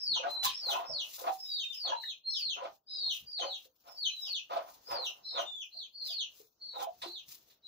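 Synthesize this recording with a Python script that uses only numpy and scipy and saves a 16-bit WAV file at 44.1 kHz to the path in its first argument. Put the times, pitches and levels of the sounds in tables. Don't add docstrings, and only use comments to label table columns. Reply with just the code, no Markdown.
import sys
import numpy as np
from scipy import signal
from scipy.fft import rfft, irfft, next_fast_len
from scipy.io import wavfile
from scipy.ndimage import uniform_filter1d

SR = 44100
rng = np.random.default_rng(int(sys.argv[2]) if len(sys.argv) > 2 else 0)


def master_out(mix):
    frames = np.transpose(np.atleast_2d(mix))
    ceiling = np.clip(frames, -1, 1)
    pcm = np.round(ceiling * 32767).astype(np.int16)
    wavfile.write(sys.argv[1], SR, pcm)


def level_to_linear(level):
    exponent = np.asarray(level, float) / 20
    return 10 ** exponent


N = 338247
T = np.arange(N) / SR

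# f/Hz, level/dB per Hz
MURMUR_COLOUR = [(18, -47), (30, -5.5), (562, -3), (2140, -14.5), (4110, -7), (4930, -5.5), (6410, -6.5),
                 (9490, -29.5), (15600, -9)]
MURMUR_DB = -81.5
PATCHY_DB = 1.6
# t/s, level/dB
DIPS = [
    (2.23, -10),
    (2.83, -15),
    (3.75, -7.5),
    (4.47, -3),
    (5.69, -6),
    (5.92, -9),
    (6.53, -10.5),
    (7.6, -6.5),
]
DIP_S = 0.11

# start t/s, knee t/s, start f/Hz, knee f/Hz, level/dB
NEAR_CHIRPS = [(-.045, .125, 5300, 4226, -39), (.52, .69, 5304, 4000, -42), (.85, .98, 5300, 4063, -43),
               (1.38, 1.57, 5190, 4420, -43), (1.72, 1.85, 5206, 4350, -44), (2.28, 2.48, 5300, 4120, -40),
               (2.87, 3.08, 4943, 4166, -42), (3.26, 3.37, 4803, 4433, -44.5),
               (3.96, 4.03, 4620, 4283, -40.5), (4.2, 4.33, 5130, 4254, -43),
               (4.85, 5.04, 5034, 3954, -43.5), (5.295, 5.37, 4280, 4050, -47),
               (6.03, 6.18, 4980, 4260, -43)]
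# start t/s, knee t/s, start f/Hz, knee f/Hz, level/dB
HOARSE_CHIRPS = [
    (1.95, 2.08, 4014, 3762, -47),
    (2.88, 3.12, 3859, 3710, -49.5),
    (3.43, 3.52, 4303, 3800, -47),
    (5.23, 5.36, 4064, 3662, -47.5),
    (5.71, 5.79, 4137, 4225, -52.5),
    (5.93, 6.07, 4404, 4005, -49),
    (6.6, 6.8, 4220, 3600, -56.5),
    (7.04, 7.14, 4014, 4130, -53),
    (7.63, 7.75, 3920, 4120, -54),
]
# start t/s, knee t/s, start f/Hz, knee f/Hz, level/dB
FAR_CHIRPS = [
    (.28, .45, 4070, 4032, -44),
    (1.45, 1.715, 3830, 3590, -50),
    (2.24, 2.33, 4232, 4284, -44),
    (4.09, 4.245, 4036, 3760, -49.5),
    (5.44, 5.605, 3600, 3400, -48),
]
# start t/s, end t/s, start f/Hz, end f/Hz, level/dB
PEEPS = [
    (3.86, 3.98, 5320, 5120, -61),
    (5.23, 5.33, 5200, 5130, -56.5),
    (6.6, 6.71, 4437, 4340, -54.5),
]
# share of the glide time held on top, share of the glide done midway after it, swell level/dB,
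# share of the fall done in the drop, end f/Hz, drop level/dB, end level/dB
NEAR_SONG = (0.2671, 0.65, 7.5, 0.6, 2520, 2, -14.5)
HOARSE_SONG = (0.19, 0.5, 4, 0.3964, 2400.5, 0.5, -23)
FAR_SONG = (0.21, 0.51, 1, 0.52, 2400.5, -1.5, -17)
# f/Hz, level/dB
OCTAVE = [(5000, -18.5), (6200, -8.5), (7000, -22), (8000, -38), (10500, -38.5)]
ATTACK_S, ATTACK_DB, DROP_S, TAIL_S = .025, -15.5, .027, .05
SCOOP = .025
FALL_HZ = 1707
NEAR_BURR, HOARSE_BURR, FAR_BURR = 0.066, 0.35, .025

# peak t/s, rustle level/dB, rise t/s, fade t/s
RUSTLES = [(.03, -75, .1, .45), (.33, -64, 0.074, 0.091), (.44, -40.5, 0.01, 0.1), (.72, -54, 0.086, 0.18),
           (1.08, -57.5, 0.069, 1), (1.2, -59, 0.13, 0.3), (1.63, -70.5, .1, 0.16), (1.75, -67, 0.16, .35),
           (2.03, -69, 0.075, 0.29), (2.4, -62, 0.051, 0.081), (2.53, -74.5, 0.087, .19),
           (2.75, -74.5, .17, 0.079), (3.14, -59.5, 0.051, 0.2), (3.5, -75, 0.17, 0.93),
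           (3.65, -69, 0.24, 0.086), (3.89, -73.5, .2, 2.6), (4.22, -64, 0.13, 0.33),
           (4.55, -68, 0.088, 0.083), (4.75, -69, 0.43, 0.11), (4.93, -61.5, 0.13, 0.075),
           (5.05, -59.5, 0.037, 0.23), (5.41, -64.5, 0.071, 0.099), (5.6, -79.5, 0.33, 1.5),
           (6.08, -59, 0.054, 0.14), (6.4, -66, 0.15, .2), (6.83, -58.5, 0.085, 0.062),
           (6.98, -71.5, 0.047, 0.17), (7.08, -69, 0.3, 0.32), (7.31, -60.5, 0.065, 0.21),
           (7.51, -70, 0.11, .1)]
# f/Hz, level/dB per Hz
RUSTLE_COLOUR = [(710, -30.5), (1200, -18.5), (1490, -25), (2460, -12), (3400, -9), (3950, -7),
                 (5110, -5.5), (6610, -3), (8110, -15.5), (15600, -5)]
# t/s, peak level/dB, burst t/s
SNAPS = [(0.292, -50, 0.01), (0.4293, -38.5, 0.017), (0.4549, -37.5, 0.047), (2.634, -59, 0.022),
         (3.3884, -51.5, 0.037), (3.645, -62, 0.0087), (3.8706, -68.5, 0.019), (4.501, -72, 0.017),
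         (4.568, -50, 0.0087), (6.798, -48.5, 0.0092), (7.0175, -43.5, 0.033), (7.3036, -63, 0.042),
         (7.5003, -67, 0.034)]
FADE_DB = -32.5

# t/s, pitch f/Hz, level/dB
GRUNT = [
    (0.05, 150.7, -78.5),
    (0.126, 175.3, -66),
    (0.21, 159, -79.5),
]

# peak t/s, scrape level/dB, rise t/s, fade t/s
SCRAPES = [(.252, -39.5, .09, 0.25), (.758, -39.5, .135, 0.33), (1.28, -37.5, 0.093, 0.07),
           (1.908, -41, 0.07, 0.1), (2.65, -38.5, 0.084, 0.068), (3.062, -60, .11, 0.057),
           (3.444, -38.5, 0.055, 0.099), (3.882, -57, .042, 0.16), (4.28, -64, .08, 0.1),
           (4.524, -35.5, 0.028, 0.22), (4.916, -40, .045, 0.28), (5.396, -35.5, 0.08, 0.1),
           (6.1, -69, 0.12, 0.029), (6.828, -40.5, 0.091, 0.062), (7.038, -44.5, 0.017, 0.099)]
# f/Hz, level/dB per Hz
SCRAPE_COLOUR = [(120, -63.5), (200, -26.5), (657, -1), (741, 1), (1160, -3), (1730, -20), (3580, -20),
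                 (4970, -28), (5770, -32.5), (7000, -40.5), (9100, -74), (15400, -120)]
# f/Hz, level/dB, 60 dB decay t/s
TROUGH_MODES = [(500, -23.5, 1.6), (796, -5, 0.26), (896, 0.5, 0.94), (987, 8.5, 0.072),
                (1615, -38.5, 0.45), (1850, -29, 4.6)]
# t/s, peak level/dB, ring f/Hz
HORN_BLOWS = [(.159, -32, 900), (.199, -38.5, 525.4), (.235, -33, 1475), (.244, -31, 710), (.429, -31, 800),
              (.446, -24.5, 1020), (.685, -27, 816), (.756, -24.5, 947), (.896, -36, 604),
              (.943, -45.5, 581), (1.275, -23, 763), (1.851, -35.5, 783), (1.919, -23, 900),
              (2.034, -35.5, 1778), (2.619, -36.5, 530), (3.392, -35.5, 735), (3.459, -37, 758),
              (3.654, -56.5, 472), (4.565, -26.5, 615.4), (4.954, -33.5, 916), (4.989, -36, 491),
              (5.379, -34, 1139), (5.748, -57, 646), (6.099, -53, 628), (6.4, -50.5, 431),
              (6.759, -34, 813), (6.815, -27, 801.5), (6.869, -31, 661), (7.02, -38, 963),
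              (7.059, -41, 351.7)]
CHATTER_S, CHATTER_DB, CHATTER_HZ, CLIMB = .045, 4.5, 477, 1.17

# t/s, peak level/dB
HOOF_THUDS = [
    (0.884, -53.5),
    (2.461, -65),
    (3.059, -69),
    (3.207, -64),
    (4.901, -60.5),
    (6.951, -76.5),
    (7.268, -70.5),
]

# f/Hz, level/dB
LEFT_PORT = [(30, 4), (4700, 3), (5050, 3), (5400, -1), (15600, 3), (15800, -38)]
# f/Hz, level/dB
RIGHT_PORT = [(30, 5.5), (4700, 1.5), (5050, -2), (5400, 3.5), (8000, 2.5), (11000, -6.5), (15600, -21.5),
              (15800, -62.5)]
PORT_LAG = 22
# f/Hz, level/dB
HUSH = [(30, -125), (1000, -112), (3000, -100), (5000, -98), (8000, -100), (11000, -104), (16000, -120)]


def colour(x, points):
    hz, db = np.transpose(points)
    n = x.shape[-1]
    size = next_fast_len(n)
    bins = np.maximum(np.arange(size // 2 + 1) * SR / size, 1)
    gain = level_to_linear(np.interp(np.log(bins), np.log(hz), db))
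    return irfft(rfft(x, size) * gain, size)[..., :n]


def unit(x):
    return x / np.sqrt(np.mean(x ** 2))


def walk(rate):
    k = int(SR / rate)
    held = np.repeat(rng.standard_normal(N // k + 1), k)
    slewed = uniform_filter1d(uniform_filter1d(held, k), k)
    return unit(slewed[:N])


def grains(rate, spread_db):
    struck = rng.random(N) < rate / SR
    return struck * rng.standard_normal(N) * level_to_linear(spread_db * rng.exponential(size=N))


def played(tables, edge_s):
    rows = np.vstack(tables)
    on = sum((T >= t[0][0]) & (T <= t[-1][0]) for t in tables)
    columns = [np.interp(T, rows[:, 0], c) for c in rows.T[1:]]
    return columns, uniform_filter1d(1. * (on > 0), int(edge_s * SR))


def swells(rows, entry_db, lead, floor_db):
    t = T[::64]
    each = []
    for s, db, rise, fade in rows:
        times = [s - (1 + lead) * rise, s - rise, s, s + 2 * fade]
        levels = [db + 2 * entry_db, db + entry_db, db, db + 2 * FADE_DB]
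        each.append(np.interp(t, times, levels, floor_db, floor_db))
    return np.interp(T, t, np.maximum(np.max(each, axis=0), floor_db))


def room(x, t60, wet_db):
    t = np.arange(int(.5 * SR)) / SR
    mid, side = rng.standard_normal((2, len(t))) * level_to_linear(-60 * t / t60) * (t > .004)
    side = colour(side, [(30, -24.5), (200, -19.5), (700, -4.5), (16000, 2.5)])
    tails = np.array([mid + side, mid - side]) * level_to_linear(wet_db) / np.sqrt(2 * np.sum(mid ** 2))
    tails[0, PORT_LAG] += 1
    tails[1, 0] += 1
    return signal.fftconvolve(x[None], tails, axes=1)[:, :N]


def shed():
    mid, side = colour(rng.standard_normal((2, N)), MURMUR_COLOUR)
    side = colour(side, [(30, -16.0), (150, -9.5), (500, -5), (16000, 1.0)])
    dips = sum(db * np.maximum(1 - np.abs(T - s) / DIP_S, 0) for s, db in DIPS)
    patchy = level_to_linear(MURMUR_DB + 5.5 + PATCHY_DB * walk(8.3) + dips)
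    return patchy * np.array([mid + side, mid - side]) / np.std(mid)


def chirp(rows, song):
    hold, bow, swell_db, drop, end_hz, drop_db, end_db = song
    out = []
    for start, knee, top_hz, knee_hz, db in rows:
        held = start + ATTACK_S + hold * (knee - start - ATTACK_S)
        deep = (knee_hz - end_hz) / FALL_HZ
        out.append([
            (start, top_hz * (1 - SCOOP), db - swell_db + ATTACK_DB),
            (start + ATTACK_S, top_hz, db - swell_db),
            (held, top_hz, db - swell_db),
            ((held + knee) / 2, top_hz + bow * (knee_hz - top_hz), db - 0.19 * swell_db),
            (knee, knee_hz, db),
            (knee + deep * DROP_S, knee_hz + drop * (end_hz - knee_hz), db + drop_db),
            (knee + deep * (DROP_S + TAIL_S), end_hz, db + end_db)])
    return out


def sparrow(tables, burr, burr_hz, wobble):
    (hz, db), on = played(tables, 0.017)
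    hoarse = np.interp(hz, [2705, 3600, 4800, 5300], [9.0, 1, 1.2, 4])
    flutter = 2 * np.pi * np.cumsum(burr_hz * (1 + 0.22 * walk(60))) / SR
    phase = 2 * np.pi * np.cumsum(hz * (1 + wobble * hoarse * walk(250))) / SR
    octave = level_to_linear(np.interp(2 * hz, *np.transpose(OCTAVE))) * np.sin(2 * phase)
    lines = np.sin(phase) + 2 * burr * np.sin(phase + flutter) + 0.14 * burr * np.sin(phase - flutter)
    breath = level_to_linear(db + 1.92 * walk(70) + 1.5 * walk(300))
    return np.sqrt(2) * on * breath * (lines + octave)


def rafters():
    peeps = [rows[:5] for rows in chirp(PEEPS, FAR_SONG)]
    near = sparrow(chirp(NEAR_CHIRPS, NEAR_SONG), NEAR_BURR, 320, 0.0047)
    hoarse = sparrow(chirp(HOARSE_CHIRPS, HOARSE_SONG), HOARSE_BURR, 320, .004)
    far = sparrow(sorted(chirp(FAR_CHIRPS, FAR_SONG) + peeps), FAR_BURR, 330, 0.0024)
    return near + hoarse + far


def fodder():
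    db = swells(RUSTLES, entry_db=-18, lead=1, floor_db=-98) + 1.5 * walk(70)
    crackle = unit(grains(2500, 2.5))
    hiss = unit(colour(rng.standard_normal(N) + 3.6 * crackle, RUSTLE_COLOUR))
    thin = colour(hiss, [(7000, -31), (10500, -24), (14500, -3.5)])
    fullness = level_to_linear(0.21 * np.minimum(db + 52.5, 0))
    rustle = level_to_linear(db + 6.0) * (thin + fullness * (hiss - thin))
    burst = sum(level_to_linear(peak) * (T > s) * np.exp(-np.abs(T - s) / max(d, .003)) for s, peak, d in SNAPS)
    crack = colour(rng.standard_normal(N), [(500, -14.5), (2000, -1.0), (4000, 9.0), (7000, -7.5),
                                            (10000, -13.5), (15000, -22.5)])
    return rustle + level_to_linear(-4.5) * burst * unit(crack)


def goat():
    (hz, db), on = played([GRUNT], .03)
    phase = 2 * np.pi * np.cumsum(hz * (1 + .01 * walk(60))) / SR
    return on * level_to_linear(db) * (np.sin(phase) + 0.76 * np.sin(2 * phase) + .3 * np.sin(3 * phase))


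def knocks(blows):
    out = np.zeros(N + SR)
    t = np.arange(SR // 3) / SR
    for (s, db, f), (a, b, c) in zip(blows, rng.random((len(blows), 3))):
        pair = np.sin(2 * np.pi * f * t) + 0.75 * np.sin(2 * np.pi * f * (1.05 + 0.054 * a) * t)
        upper = 0.38 * np.sin(2 * np.pi * f * (1.4 + .5 * b) * t) * level_to_linear(-60 * t / 0.038)
        t60 = (.1 + .08 * c) * min(1, 900 / f)
        attack = np.minimum(t / 0.0031, 1)
        out[int(s * SR):][:len(t)] += level_to_linear(db) * attack * (pair * level_to_linear(-60 * t / t60) + upper)
    return out[:N]


def chatter(scrape_db, count):
    step = np.arange(count)
    rows = []
    for (s, _, rise, _), (a, b) in zip(SCRAPES, rng.standard_normal((len(SCRAPES), 2, count))):
        at = s - .7 * rise + CHATTER_S * (step + .2 * a)
        level = np.interp(at, T, scrape_db) + CHATTER_DB + 4.6 * b
        rows += zip(at, level, CHATTER_HZ * CLIMB ** (step + .6 * a))
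    return rows


def trough():
    db = swells(SCRAPES, entry_db=-13.5, lead=0.1, floor_db=-120)
    ticks = level_to_linear(db) * unit(np.clip(unit(grains(250, 3.0)), -24, 24))
    t = np.arange(SR // 3) / SR
    ring = sum(level_to_linear(g) * np.sin(2 * np.pi * f * t) * level_to_linear(-60 * t / min(d, .25)) for f, g, d in TROUGH_MODES)
    modes = signal.fftconvolve(ticks, ring / np.sqrt(np.sum(ring ** 2)))[:N]
    stutter = level_to_linear(8.3 * np.tanh(walk(80)))
    rub = unit(colour(stutter * rng.standard_normal(N), SCRAPE_COLOUR))
    blows = knocks(HORN_BLOWS + chatter(db, count=4))
    sheet = level_to_linear(-11.0) * modes + level_to_linear(db - 6.0) * rub + level_to_linear(-7.0) * blows
    return colour(sheet, [(30, -49), (200, -11.5), (320, -2.0), (16000, 1.5)])


def hooves():
    push = sum(level_to_linear(db) * np.maximum(T - s, 0) / 0.041 * np.exp(1 - np.abs(T - s) / 0.019)
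               for s, db in HOOF_THUDS)
    straw = colour(rng.standard_normal(N), [(30, -18.5), (65, -1.5), (170, -3.0), (300, -24), (900, -77.5)])
    return level_to_linear(-2.0) * push * unit(straw)


def scene():
    birds = room(level_to_linear(-2.0) * rafters(), 0.2, 4.36)
    feeding = room(fodder(), 0.033, 3.5) + room(trough(), 0.14, 1.0)
    return shed() + birds + feeding + goat() + hooves()


def band_limit(x):
    return signal.sosfilt(signal.butter(12, 16270, fs=SR, output="sos"), x)


def record(dry):
    ports = np.array([colour(dry[0], LEFT_PORT), colour(dry[1], RIGHT_PORT)])
    hz, _, cells = signal.stft(ports, SR, nperseg=512)
    power = np.mean(np.abs(cells) ** 2, axis=0)
    power = uniform_filter1d(uniform_filter1d(power, size=4, axis=0), size=2, axis=1)
    wander = uniform_filter1d(rng.standard_normal(power.shape), size=6, axis=0)
    wander = unit(uniform_filter1d(wander, size=9, axis=1))
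    hush = level_to_linear(2 * np.interp(hz, *np.transpose(HUSH)))[:, None] * level_to_linear(9.0 * wander)
    gain = level_to_linear(-15) + power ** 2 / (power ** 2 + hush ** 2)
    quiet = signal.istft(cells * gain, SR, nperseg=512)[1]
    return band_limit(quiet[:, :N])


dry = scene()
out = record(dry)
master_out(out)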